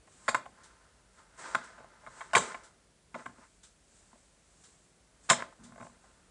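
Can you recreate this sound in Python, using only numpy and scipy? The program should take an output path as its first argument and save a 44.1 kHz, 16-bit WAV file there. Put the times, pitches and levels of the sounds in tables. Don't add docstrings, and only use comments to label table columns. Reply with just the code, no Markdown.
import sys
import numpy as np
from scipy import signal
from scipy.fft import rfft, irfft
from scipy.io import wavfile

SR = 44100
rng = np.random.default_rng(int(sys.argv[2]) if len(sys.argv) > 2 else 0)


def generate_wav(sig):
    pcm = np.round(np.clip(np.atleast_2d(sig).T, -1, 1) * 32767).astype(np.int16)
    wavfile.write(sys.argv[1], SR, pcm)


def ratio_of_db(decibels):
    return 10 ** (np.asarray(decibels, float) / 20)


N = 277830

# start in seconds, level in dB, centre of the desk ring in Hz.
THUDS = [(.2859, -40, 220), (1.5482, -39, 251), (2.3334, -45, 250), (2.356, -28.5, 177), (2.545, -53, 240),
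         (3.143, -44, 370), (3.158, -49.5, 374), (3.2622, -45.5, 220), (3.293, -50.5, 220),
         (3.384, -53, 241), (4.13, -54.5, 370.5), (5.3, -31, 160), (5.3089, -29.5, 330),
         (5.331, -40.5, 329), (5.8, -48, 220), (5.811, -43, 220), (5.823, -49, 221), (5.896, -52, 220)]


def cups():
    places = np.zeros((5, N))
    for k, row in enumerate(contacts()):
        chance, draw = rng.standard_normal(48), rng.random(900)
        size, noise = rng.standard_normal((2, 900))
        chatter = size * (draw < 2500 / SR)
        add(places[k % len(places)], *knock(row, chance, chatter, noise))
    for k, (s, db, hz) in enumerate(THUDS):
        thud = ring(DESK, rng.standard_normal(32), np.ones(1), 0.0046, hz)
        add(places[k % len(places)], s, ratio_of_db(db) * thud)
    no_bass = signal.butter(4, 105, "high", fs=SR, output="sos")
    places = signal.sosfilt(no_bass, places)
    return sum(near + ratio_of_db(-8) * room(near) for near in places)


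# start in seconds, blow in dB, chatter in ms, hardness as treble in dB,
# centre of the wall ring in Hz.
CLACKS = [(.2805, -15, 4.7, -24, 1320), (.2859, -17, 9.1, -14.5, 1440), (0.2929, -23, 5.2, -13.5, 1160),
          (0.346, -12.5, 3.6, -21.5, 1700), (0.3497, -16, 4.4, -27.5, 1300), (1.5482, -13, 1.46, -25, 1460),
          (1.5515, -17, 2.46, -20, 1400), (2.207, -32, 11, -27, 1350), (2.3333, -16, 18, -21, 1120),
          (2.3515, -7, 4.5, -18.5, 1500), (2.356, -9.5, 4.2, -13.5, 1300), (2.3654, -10, 8.6, -16.5, 1190),
          (2.377, -18, 9.8, -9.5, 920), (2.52, -39, 15, -17, 1110), (2.545, -29, 6.5, -30.5, 1470),
          (3.144, -30.5, 4.6, -32, 1280), (3.2616, -27, 2, -31, 1280), (5.2934, -19.5, 7.4, -13, 1300),
          (5.3, -8, 5.05, -8, 1640), (5.305, -7, 4.7, -17.5, 1700), (5.3089, -10, 4.9, -11.5, 920),
          (5.317, -17, 6.5, -11, 890), (5.332, -16.5, 2.6, -26, 1550), (5.4227, -24.5, 2.2, -27, 1200)]
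# start in seconds, blow in dB, chatter in ms,
# centre of the wall ring in Hz.
TAPS = [(0.074, -50.5, 9.9, 1250), (.457, -35.5, 7.7, 770), (1.78, -42.5, 16, 930), (1.799, -41, 11, 900),
        (1.826, -48, 10, 840), (1.844, -42, 1.1, 770), (2.035, -49, 17, 790), (2.064, -37, 1.5, 1400),
        (2.0696, -35, 8.7, 1104), (3.151, -28.5, 5.5, 955), (3.158, -32.5, 10, 800), (3.196, -44, 20, 1280),
        (3.2579, -34, 1.9, 1360), (3.293, -47.5, 8.5, 985), (3.384, -51, 9, 700), (4.13, -47.5, 4.7, 1005),
        (4.157, -54.5, 4.8, 600), (5.2904, -31.5, 1.6, 1200), (5.403, -29, 2.4, 1540),
        (5.526, -46, 3.9, 804), (5.722, -45.5, 4.9, 1160), (5.7592, -44, 2.1, 894),
        (5.7786, -39, 7.5, 1010), (5.799, -39.5, 11.5, 980), (5.811, -36.5, 2.3, 885),
        (5.823, -37.5, 12, 810), (5.848, -43, 5.5, 694), (5.867, -42.5, 3.4, 870), (5.896, -51, 7.3, 910),
        (6.04, -49.5, 13, 850)]


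def contacts():
    clack_desk_db = -39
    tap_hard_db, tap_desk_db = -28.5, -20.5
    slips, first_s, gap_s = 11, 5.588, .0147
    k = np.arange(slips)
    wall_db = -58.5 + 0.57 * k
    desk_db = -54 + 5.5 * np.sin(np.pi * np.sqrt((k + .5) / (slips + 2)))
    judder = zip(first_s + k * gap_s, wall_db, desk_db - wall_db)
    return sorted([(s, db, ms, hard_db, clack_desk_db, hz) for s, db, ms, hard_db, hz in CLACKS]
                  + [(s, db, ms, tap_hard_db, tap_desk_db, hz) for s, db, ms, hz in TAPS]
                  + [(s, db, 3, tap_hard_db, thump_db, 850) for s, db, thump_db in judder])


# frequency in Hz, level in dB, t60 in seconds.
WALL = [(398, -6, .05), (470, -16.5, 0.012), (550, -8.5, 0.09), (636, -6, 0.047), (669, -0.5, 0.05),
        (790, -27, 0.048), (863, -7.5, 0.063), (1020, -7.5, 0.011), (1055.4, -5, 0.11), (1176, 0, 0.014),
        (1337, -13, 0.075), (1499.5, 1, 0.019), (1510, -8, 0.011), (1722, -4, .022), (1976, -6.5, 0.024),
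        (2090, 2, 0.0094), (2150, -9, 0.043), (2388, -9, .02), (2650, -10.5, .018), (3000, -9, 0.0075),
        (3320, -9, 0.019), (3756, -12, 0.062)]
# frequency in Hz, level in dB per Hz.
RIM = [(1500, -20), (2700, -1), (4000, -4), (5300, -5.5), (6200, -13), (6900, 0.5), (7500, 1), (8600, -5),
       (9800, -13.5), (11000, -14)]
# frequency in Hz, level in dB, t60 in seconds.
DESK = [(130, -4, .1), (190, -3, .06), (238, 0, .07), (300, -11, .04), (375, -14, .06)]


def knock(row, chance, chatter, noise):
    s, db, ms, hard_db, thump_db, centre_hz = row
    t = np.arange(len(chatter)) / SR
    age = t * 1000 / max(ms, .5)
    drive = .55 * chatter * np.exp(-age ** 4)
    drive[0] = 1
    drive /= np.linalg.norm(drive)
    sound = ring(WALL, chance[:32], drive, 0.00022, centre_hz, hard_db)
    held = np.maximum(np.arange(len(sound)) / SR - ms / 1000 - .003, 0)
    sound *= ratio_of_db(-9 * (1 - np.exp(-held / 0.0051)))
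    crackle = signal.fftconvolve(drive, shaped(noise, RIM) * ratio_of_db(-60 * t / 0.01))
    add(sound, 0, ratio_of_db(hard_db + 9) * crackle / abs(crackle).max())
    add(sound, 0, ratio_of_db(thump_db) * ring(DESK, chance[16:], np.ones(1), 0.005))
    return s, ratio_of_db(db) * sound


def ring(modes, chance, drive, rise_s, centre_hz=None, hard_db=0, slope_db=10.0):
    hz, db, t60 = np.transpose(modes)[:, :, None]
    db = db + 1.5 * chance[:len(modes), None]
    if centre_hz:
        floor_db = np.where(hz < centre_hz, 24, 12)
        db = db - np.minimum(slope_db * np.log2(hz / centre_hz) ** 2, floor_db)
        db = db + 0.78 * (hard_db + 21) * np.clip(np.log2(hz / 2000), 0, .7)
    t = np.arange(4000) / SR
    fed = abs(np.exp(2j * np.pi * hz * t[:len(drive)]) @ drive)[:, None]
    sign = np.sign(chance[::-1][:len(modes), None])
    waves = sign * np.sin(2 * np.pi * hz * t) / np.maximum(fed, .4)
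    one_blow = (ratio_of_db(db - 60 * t / t60) * waves).sum(0) * (1 - np.exp(-t / rise_s))
    sound = signal.fftconvolve(drive, one_blow)
    return sound / abs(sound).max()


# peak in seconds, level in dB, rise in ms, fall in ms.
DRAGS = [(.27, -59.5, 120, 160), (.6, -61, 200, 750), (1.19, -57.5, 56, 130), (1.395, -47, 24, 340),
         (1.46, -44.5, 92, 380), (1.56, -50.5, 280, 280), (1.77, -62, 200, 96), (1.93, -66, 132, 350),
         (2.2, -54, 360, 210), (2.42, -41.5, 66, 210), (2.51, -45, 370, 60), (2.64, -62, 186, 150),
         (3.188, -50.5, 47, 116), (3.44, -56.5, 140, 49), (4.12, -70.5, 110, 170), (5.4, -41.5, 80, 87),
         (5.7, -67, 920, 430), (5.94, -65.5, 84, 90), (6.05, -66, 130, 500)]
# peak in seconds, level in dB, rise in ms, fall in ms.
SWISHES = [(.13, -63, 120, 480), (.27, -60, 180, 200), (.7, -73.5, 800, 810), (1.19, -67, 150, 150),
           (1.395, -52, 30, 370), (1.5, -55, 180, 110), (1.7, -78, 400, 300), (2.19, -57.5, 210, 240),
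           (2.42, -42, 71, 142), (3.188, -63, 93, 280), (3.43, -69, 400, 800), (3.97, -63.5, 216, 390),
           (4.2, -69.5, 300, 640), (4.65, -63.5, 400, 480), (5.245, -61.5, 37.6, 400),
           (5.4, -54.5, 210, 88), (5.85, -61, 170, 160), (5.68, -72, 500, 340), (6.05, -69.5, 130, 500)]
# frequency in Hz, level in dB per Hz.
SCRAPE = [(120, -23), (200, -16), (290, -8.5), (640, -4), (800, -1), (1050, -2.5), (1400, 2.5), (1900, -9),
          (3000, -17), (6000, -18.5), (11000, -43.5)]
# frequency in Hz, level in dB per Hz.
RUSTLE = [(1500, -5), (3000, -12), (5500, -9), (7700, 0.5), (9000, -5), (10200, -22), (11500, -39.5)]


def sliding():
    sing = 0.35
    grit = rng.standard_normal(N) * ratio_of_db(1.4 * drift(90))
    rustle = evened(shaped(rng.standard_normal(N) * ratio_of_db(0.42 * drift(120)), RUSTLE))
    walls = ring(WALL, rng.standard_normal(32), np.ones(1), 0.0004, 1100, -29)
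    rubbed = evened(shaped(grit, SCRAPE))
    singing = evened(signal.fftconvolve(grit, walls)[:N])
    scrape = evened((1 - sing) * rubbed + sing * singing)
    return strokes(DRAGS) * scrape + strokes(SWISHES) * rustle


def strokes(rows):
    stroke_db, rest_db = 20, -86
    t = np.arange(0, N, 64) / SR
    s, db, rise_ms, fall_ms = np.transpose(rows)[:, :, None]
    away = 1000 * np.where(t < s, (s - t) / rise_ms, (t - s) / fall_ms)
    power = (ratio_of_db(db - stroke_db * away) ** 2).sum(0) + ratio_of_db(rest_db) ** 2
    return np.interp(np.arange(N) / SR, t, np.sqrt(power))


# start in seconds, level in dB.
TICKS = [(.632, -58.5), (1.635, -59), (2.633, -59), (3.631, -57), (4.636, -60), (5.634, -58)]
# frequency in Hz, level in dB per Hz.
TICK = [(700, -17), (1500, -6), (2500, -17.5), (3700, -8), (4500, -11), (6500, -7.5), (8000, -5),
        (9500, -12.5), (10800, -22)]


def clock():
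    t, out = np.arange(6000) / SR, np.zeros(N)
    for s, db in TICKS:
        shape = (1 - np.exp(-t / 0.0035)) * np.exp(-t / 0.035)
        rattle = evened(shaped(rng.standard_normal(len(t)), TICK))
        add(out, s, ratio_of_db(db + 5) * shape * rattle)
    return out


# time in seconds, rumble level in dB, hiss drift in dB.
RUMBLE = [(0, -64.5, 5.5), (1.2, -64.5, 1.5), (1.6, -66, 3), (1.9, -65, 4.3), (2.3, -65, 4), (2.6, -65, 3),
          (3.051, -65, 1.5), (3.299, -65, 0), (6.3, -64.5, 3.5)]
# frequency in Hz, level in dB.
HISS = [(53, -64.5), (90, -7.5), (189, 0), (232, -5), (650, -8), (900, -15), (1500, -16), (3000, -23),
        (6000, -29.5), (8000, -26), (10000, -33.5), (12400, -48.5)]


def air():
    s, db, drift_db = np.transpose(RUMBLE)
    t = np.arange(N) / SR
    lump = [(25, -43), (40, -3.0), (52, -2.5), (70, -9.5), (110, -16.5), (300, -31.5)]  # Hz, dB
    rumble = evened(shaped(rng.standard_normal(N), lump))
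    hiss = evened(shaped(rng.standard_normal(N), HISS))
    whine = ratio_of_db(-88) * np.sin(2 * np.pi * 8070 * t)
    hiss_gain = ratio_of_db(-71 + np.interp(t, s, drift_db))
    return hiss_gain * hiss + whine + ratio_of_db(np.interp(t, s, db)) * rumble


# frequency in Hz, t60 in seconds.
ROOM = [(120, 0.25), (400, 0.53), (1000, 0.21), (2500, 0.33), (7000, 0.15), (11000, 0.19)]


def room(x):
    echoes = np.zeros(SR // 2)
    at = np.arange(160, len(echoes) - 20, 20)
    echoes[at + rng.integers(0, 20, len(at))] = rng.choice([-1., 1.], len(at))
    hz, t, z = signal.stft(echoes, SR, nperseg=256)
    tail = signal.istft(z * ratio_of_db(-60 * t / read(ROOM, hz)[:, None]), SR, nperseg=256)[1]
    tail = shaped(tail, [(100, 0.0), (1000, -2.0), (2200, -7.0), (3500, 0.5), (7500, 9.5), (11000, 0.0)])
    return signal.fftconvolve(x, tail / np.linalg.norm(tail))[:N]


def evened(x):
    return x / np.sqrt(np.mean(x ** 2) + 1e-20)


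def read(points, hz):
    f, value = np.transpose(points)
    return np.interp(np.log(hz + 1), np.log(f + 1), value)


def add(mix, s, sound):
    part = mix[round(s * SR):][:len(sound)]
    part += sound[:len(part)]


def shaped(x, points):
    gain = ratio_of_db(read(points, np.fft.rfftfreq(len(x), 1 / SR)))
    return irfft(rfft(x) * gain, len(x))


def drift(hz):
    slow = signal.butter(2, hz, fs=SR, output="sos")
    return evened(signal.sosfilt(slow, rng.standard_normal(N)))


def scene():
    return (cups() + sliding() + clock() + air())[None]


def roll_off(x):
    return signal.sosfilt(signal.butter(12, 12500, fs=SR, output="sos"), x)


# frequency in Hz, gain in dB.
EDGE = [(20, -31.5), (40, -3.5), (100, -1.5), (9800, 0), (10500, -4.5), (11000, -18), (12350, -25),
        (12700, -92)]


def record(dry):
    overloaded = 0.67 * np.tanh(dry[0] / 0.69)
    mix = shaped(overloaded, EDGE)[None]
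    return roll_off(mix)


dry = scene()
out = record(dry)
generate_wav(out)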